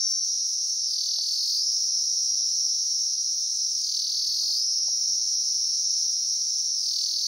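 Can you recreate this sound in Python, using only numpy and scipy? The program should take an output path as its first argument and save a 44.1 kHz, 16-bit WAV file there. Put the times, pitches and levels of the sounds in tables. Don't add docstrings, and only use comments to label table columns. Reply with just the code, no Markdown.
import sys
import numpy as np
from scipy import signal
from scipy.fft import rfft, irfft, next_fast_len
from scipy.io import wavfile
from scipy.ndimage import uniform_filter1d, map_coordinates

SR = 44100
rng = np.random.default_rng(int(sys.argv[2]) if len(sys.argv) > 2 else 0)


def log_audio(samples):
    frames = np.atleast_2d(samples).T
    limited = np.clip(frames, -1, 1)
    pcm = np.round(limited * 32767).astype(np.int16)
    wavfile.write(sys.argv[1], SR, pcm)


def linear_from_db(decibels):
    return 10 ** (np.asarray(decibels, float) / 20)


N = 320607

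# (stretch begins [s], release [s], a stroke begins [s], late quickening [strokes/s2])
THROBS = [
    (.81, 1.62, .9108, 9.1),
    (3.735, 4.61, 3.8443, 7.4),
    (6.735, 7.6, 6.8118, 8),
]
PHRASE_S, RELEASE_S = 2.98, 0.86
SLACK_HZ = 5120


def cicada():
    # (time [s], ring [Hz], fall of the ring in a stroke [Hz], level [dB])
    belly = [(0, 5597, 90, -27.5), (.06, 5540, 400, -27.5), (.125, 5600, 930, -26.5),
             (.23, 5617, 1193, -27), (.55, 5330, 860, -26), (.795, 5240, 730, -24), (.825, 5240, 500, -24),
             (.86, 5260, 280, -24), (.9, 5340, 60, -24.5), (1.15, 5450, 48, -24.5), (1.9, 5520, 61, -24.5),
             (2.2, 5530, 82, -25.5)]
    # (time [s], slowest pace [clicks/s], speed-up between strokes [0-1])
    pace = [
        (0, 553, 0),
        (.13, 522, .105),
        (.23, 499, .13),
        (.38, 481, .085),
        (.78, 471, .025),
        (.86, 468, .012),
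        (.92, 472, 0),
        (1.15, 477, 0),
        (2.15, 499, 0),
        (2.7, 531, 0),
    ]
    clock = np.arange(N) / SR
    strokes = belly_strokes(clock)
    slowest, speedup = phrase(pace, clock)
    ring_hz, fall_hz, level_db = phrase(belly, clock)
    vigour = speedup / speedup.max()

    lag = 0.045 + 0.18 * (1 - vigour)
    hurry = speedup * np.sin(np.pi * (strokes - lag)) ** 2
    drift = 0.03 * unevenness(ring_hz, fall_hz) * wobble(60)
    count = np.cumsum(slowest * (1 + hurry + drift)) / SR
    click_s = np.interp(np.arange(1, int(count[-1])), count, clock)

    ring_hz, fall_hz, _ = phrase(belly, click_s)
    width_hz = 410 + 0.6 * (ring_hz - SLACK_HZ)
    uneven = unevenness(ring_hz, fall_hz)
    late, louder, higher = rng.standard_normal((3, len(click_s)))
    click_s = np.clip(click_s + uneven * 0.00008 * late, 0, (N - 1) / SR)
    at = (click_s * SR).astype(int)
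    stroke, vigour = strokes[at], vigour[at]

    stretch = 1 - np.abs(np.sin(np.pi * (stroke + 0.13))) ** (2 * 4.47 - 2.6 * vigour)
    ring_hz = ring_hz * (1 + 0.014 * uneven * higher) - fall_hz * stretch
    push = np.cos(2 * np.pi * (stroke - 0.045 * vigour))
    swell_db = 5.5 * (0.64 + 0.35 * vigour) * push * fall_hz / 1000
    size = linear_from_db(3 * uneven * louder + swell_db)

    song = through_body(abdomen_rings(click_s, ring_hz, width_hz, size))
    loudness = np.sqrt(uniform_filter1d(song ** 2, size=SR // 10, mode="reflect") + 1e-12)
    return song / loudness * linear_from_db(level_db - 2.0)


def belly_strokes(s):
    quickens_s, throb_s = 0.35, 0.85
    begin, quicken = np.transpose(THROBS)[2:]
    nearest = np.abs(s[:, None] - begin - throb_s / 2).argmin(axis=1)
    since = s - begin[nearest]
    late = np.clip(since, quickens_s, throb_s) - quickens_s
    return 39.7 * since + quicken[nearest] * late ** 2


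def unevenness(ring_hz, fall_hz):
    return np.clip(0.3 + (0.3 * (ring_hz - SLACK_HZ) - 0.28 * fall_hz) / 1000, 0, 1)


def abdomen_rings(click_s, ring_hz, width_hz, size):
    # (multiple of the ring, level [dB], width factor)
    overtones = [
        (1, -0.5, 1.014),
        (2, -30, 4.3),
        (3, -28, 12.3),
    ]
    steps = np.arange(200)
    places = (click_s * SR).astype(int)[:, None] + 1 + steps
    t = places / SR - click_s[:, None]
    rings = 0
    for multiple, db, wider in overtones:
        u = np.pi * wider * width_hz[:, None] * t
        envelope = wider * u ** 2 * np.exp(-1.5 * u)
        rings = rings + linear_from_db(db) * envelope * np.sin(2 * np.pi * multiple * ring_hz[:, None] * t)
    return np.bincount(places.ravel(), (rings * size[:, None]).ravel(), N + len(steps) + 1)[:N]


def through_body(song):
    # (frequency [Hz], level [dB])
    tymbal = [(1500, -52), (3000, -7), (3700, -3.5), (4300, -3), (6200, 4), (7000, -5), (8500, -3)]
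    sac_hz, sac_width_hz, sac_db = 5735, 100, 2.5

    def body(hz):
        damping = 1j * hz * sac_width_hz
        sac = 1 + linear_from_db(sac_db) * damping / (sac_hz ** 2 - hz ** 2 + damping)
        return linear_from_db(along(tymbal, hz)) * sac

    return filtered(song, body)


def woods(x):
    t60_s, echo_db = 0.69, -10
    hop, t, wet = SR // 3, np.arange(SR // 2) / SR, np.zeros(N + 2 * SR)
    fade = np.hanning(2 * hop)
    padded = np.pad(x, (hop, 2 * hop))
    for start in range(0, N + hop, hop):
        tail = rng.standard_normal(len(t)) * linear_from_db(-60 * t / t60_s)
        echo = signal.fftconvolve(padded[start:start + 2 * hop] * fade, tail / np.linalg.norm(tail))
        wet[start:start + len(echo)] += echo
    return linear_from_db(echo_db) * wet[hop:hop + N]


def chorus():
    # (frequency [Hz], level per Hz [dB])
    colour = [(1900, -52), (3250, -41), (3950, -20.5), (4400, -14), (4850, -14.5), (5250, -1.5), (5750, -5),
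              (6400, -7.5), (6900, -22.5), (7500, -24), (9500, -26.5), (11500, -37), (13500, -39),
              (15300, -22), (16500, -34)]
    # (time [s], level [dB])
    swell = [
        (0, -30.5),
        (1.2, -30.5),
        (2.4, -30),
        (3.6, -30),
        (4.8, -30.5),
        (6, -29.5),
        (7.27, -30.5),
    ]
    ahead, around = rush(colour, patchy_db=1.0)
    gain = linear_from_db(curves(swell)[0] + 0.11 * wobble(2.34))
    return gain * ahead, gain * linear_from_db(-20) * around


def air():
    # (frequency [Hz], level per Hz [dB])
    rumble = [(15, -47), (25, -27), (42, -5), (62, -1.5), (120, -2), (200, -15.5), (300, -14), (440, -120)]
    # (frequency [Hz], level per Hz [dB])
    rustle = [(71, -36), (120, -10), (220, -5.5), (377, -8.5), (446, -7), (527, -10), (1300, -16),
              (2600, -9.5), (3380, -49), (5720, -120)]
    # (frequency [Hz], likeness [0-1])
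    alike = [(60, 0.99), (150, 0.92), (600, 0.78), (1400, 0.24), (2600, 0.41)]
    # (time [s], level [dB])
    breeze = [(0, -76.5), (.8, -78.5), (1.05, -82), (1.3, -74.5), (1.55, -80.5), (2.55, -81), (2.95, -89),
              (3.3, -87), (3.56, -78.5), (4, -73), (5.7, -73.5), (6, -76), (6.9, -76), (7.05, -70),
              (7.27, -71.5)]
    # (time [s], thud level [dB])
    grips = [(.32, -67), (1.18, -80), (2.0, -82), (2.43, -81), (4.29, -71), (4.47, -65), (4.92, -65),
             (5.12, -64), (5.37, -79), (5.59, -78), (6.4, -82), (7.04, -71), (7.25, -76)]
    clock = np.arange(N) / SR
    breeze_db = curves(breeze)[0]
    rumble_db = -80 + 0.94 * (breeze_db + 76.5) + 2.5 * wobble(9.8)
    rustle_db = breeze_db + 5.5 + 0.48 * wobble(11)
    thuds = sum(linear_from_db(db) * np.exp(-((clock - s) / 0.022) ** 2) for s, db in grips)
    pair = (linear_from_db(rumble_db) + thuds) * rush(rumble, patchy_db=5.0)
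    pair = pair + linear_from_db(rustle_db) * rush(rustle, patchy_db=2.0)

    def shares(hz):
        angle = np.arccos(np.clip(along(alike, hz), -1, 1)) / 2
        return np.array([np.cos(angle), np.sin(angle)])

    mid, side = filtered(pair, shares)
    return np.array([mid + side, mid - side])


def ticks():
    # (time [s], peak level [dB], upper tone level [dB])
    taps = [(1.151, -52, -3), (1.186, -37, -14), (1.988, -51, -4), (2.007, -50.5, -10), (2.407, -45.5, -24),
            (3.457, -52.5, -9), (3.523, -53, -22), (4.431, -45.5, -5), (4.501, -42.5, -28),
            (4.715, -58, -19), (4.882, -36.5, -23)]
    # (frequency [Hz], peaks after [s], half length [s])
    case = [
        (740, 0.0042, 0.0014),
        (1430, 0.0018, 0.001),
    ]
    lead_s, lag_s = 0.002, 0.00016
    out, t = np.zeros(N + SR), np.arange(SR // 20) / SR
    low, high = (np.exp(-((t - peak) / half) ** 2) * np.sin(2 * np.pi * hz * t) for hz, peak, half in case)
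    for s, db, upper_db in taps:
        start = round((s - lead_s) * SR)
        out[start:start + len(t)] += linear_from_db(db - 4.0) * (low + linear_from_db(upper_db + 5) * high)
    return np.array([out[:N], np.roll(out, round(lag_s * SR))[:N]])


def unit(x):
    return x / np.sqrt(np.mean(x ** 2) + 1e-20)


def along(points, hz):
    f, v = np.transpose(points)
    return np.interp(np.log(hz + 1), np.log(f + 1), v)


def curves(rows):
    t, *cols = np.transpose(rows)
    return [np.interp(np.arange(N) / SR, t, c) for c in cols]


def phrase(rows, s):
    pins = np.array(THROBS)[:, :2].ravel()
    marks = (PHRASE_S * np.arange(len(THROBS))[:, None] + [0, RELEASE_S]).ravel()
    into = np.interp(s, np.r_[0, pins], np.r_[-pins[0], marks])
    t, *cols = np.transpose(rows)
    return [np.interp(into, t, c, period=PHRASE_S) for c in cols]


def wobble(rate):
    return map_coordinates(rng.standard_normal(int(N * rate / SR) + 4), [np.arange(N) * rate / SR])


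def filtered(x, response):
    m = next_fast_len(N + SR // 2)
    return irfft(rfft(x, m) * response(np.fft.rfftfreq(m, 1 / SR)), m)[..., :N]


def rush(spectrum, patchy_db):
    z = signal.stft(rng.standard_normal((2, N)), nperseg=512)[2]
    field = uniform_filter1d(rng.standard_normal(z.shape[1:]), size=6, axis=0)
    field = uniform_filter1d(field, size=12, axis=1)
    pair = signal.istft(z * linear_from_db(patchy_db * unit(field)), nperseg=512)[1][:, :N]
    return unit(filtered(pair, lambda hz: linear_from_db(along(spectrum, hz))))


def scene():
    # (frequency [Hz], phase by which the left leads [rad])
    ports = [(100, -3), (6350, 0.68), (6780, 1), (6950, 4.5), (8150, 1.5), (8800, 2), (9150, 1.5),
             (9750, 0.48), (12200, 2), (13500, 1.5), (15000, 4.5), (15600, 4)]
    opposite = np.array([[1], [-1]])
    song = cicada()
    ahead, around = chorus()
    insects = filtered(song + woods(song) + ahead, lambda hz: np.exp(0.5j * along(ports, hz) * opposite))
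    return insects + around * opposite + air() + ticks()


def stereo_picture(x):
    # (from frequency [Hz], sum [0-1], difference [0-1])
    kept = [(0, 1, 1), (1000, .86, .9), (2050, .88, .03), (3000, .95, .1), (3400, 1, 0), (6300, 1, .2),
            (6550, .93, .75), (6830, .33, .75), (7050, .05, .68), (7700, .07, .95), (8200, .4, .95),
            (8600, .9, .85), (9000, 1, .6), (9700, 1, .04), (10300, 1, 0), (11800, .98, .01),
            (12300, .98, .7), (12800, .97, .9), (13250, .5, .97), (13800, .02, 1), (15250, .9, 1)]
    settle_s, top_settles_s, top_hz = 0.3, 1.7, 15760
    hz, t, z = signal.stft([x[0] + x[1], x[0] - x[1]], SR, nperseg=2048)
    band = (3 * np.sqrt(np.arange(len(hz)))).astype(int)
    bands = band[-1] + 1
    centre = ((np.arange(bands) + 0.5) / 3) ** 2 * hz[1]

    treble = (centre > 6000)[:, None]
    luck = rng.standard_normal((2, bands, len(t)))
    luck = luck + 1.6 * treble * rng.standard_normal((2, 1, len(t)))
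    luck = uniform_filter1d(luck, size=2, axis=2)
    luck = luck.argsort(axis=2).argsort(axis=2) / len(t)
    f, *often = np.transpose(kept)
    row = np.searchsorted(f, centre[band]) - 1
    keep = luck[:, band] < np.array([share[row] for share in often])[:, :, None]
    keep[0] &= (luck[0, band] < 0.6) | (t > top_settles_s) | (hz[:, None] < 15000)
    keep[1] |= (t < settle_s) & (hz[:, None] < 7000)

    fade = np.clip(1 - (t / settle_s) ** 2, 0, 1) * ((hz > 2500) & (hz < 6500))[:, None]
    z[1] = np.where(fade > 0, fade * (linear_from_db(3.5) * z[1] + 0.13 * z[0]), z[1])
    both, apart = signal.istft(z * keep * (hz < top_hz)[:, None], SR, nperseg=2048)[1][:, :N] / 2
    return np.array([both + apart, both - apart])


def roll_off(x):
    return signal.sosfilt(signal.butter(12, 15990, fs=SR, output="sos"), x)


def record(dry):
    mix = stereo_picture(dry)
    return roll_off(mix)


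dry = scene()
out = record(dry)
log_audio(out)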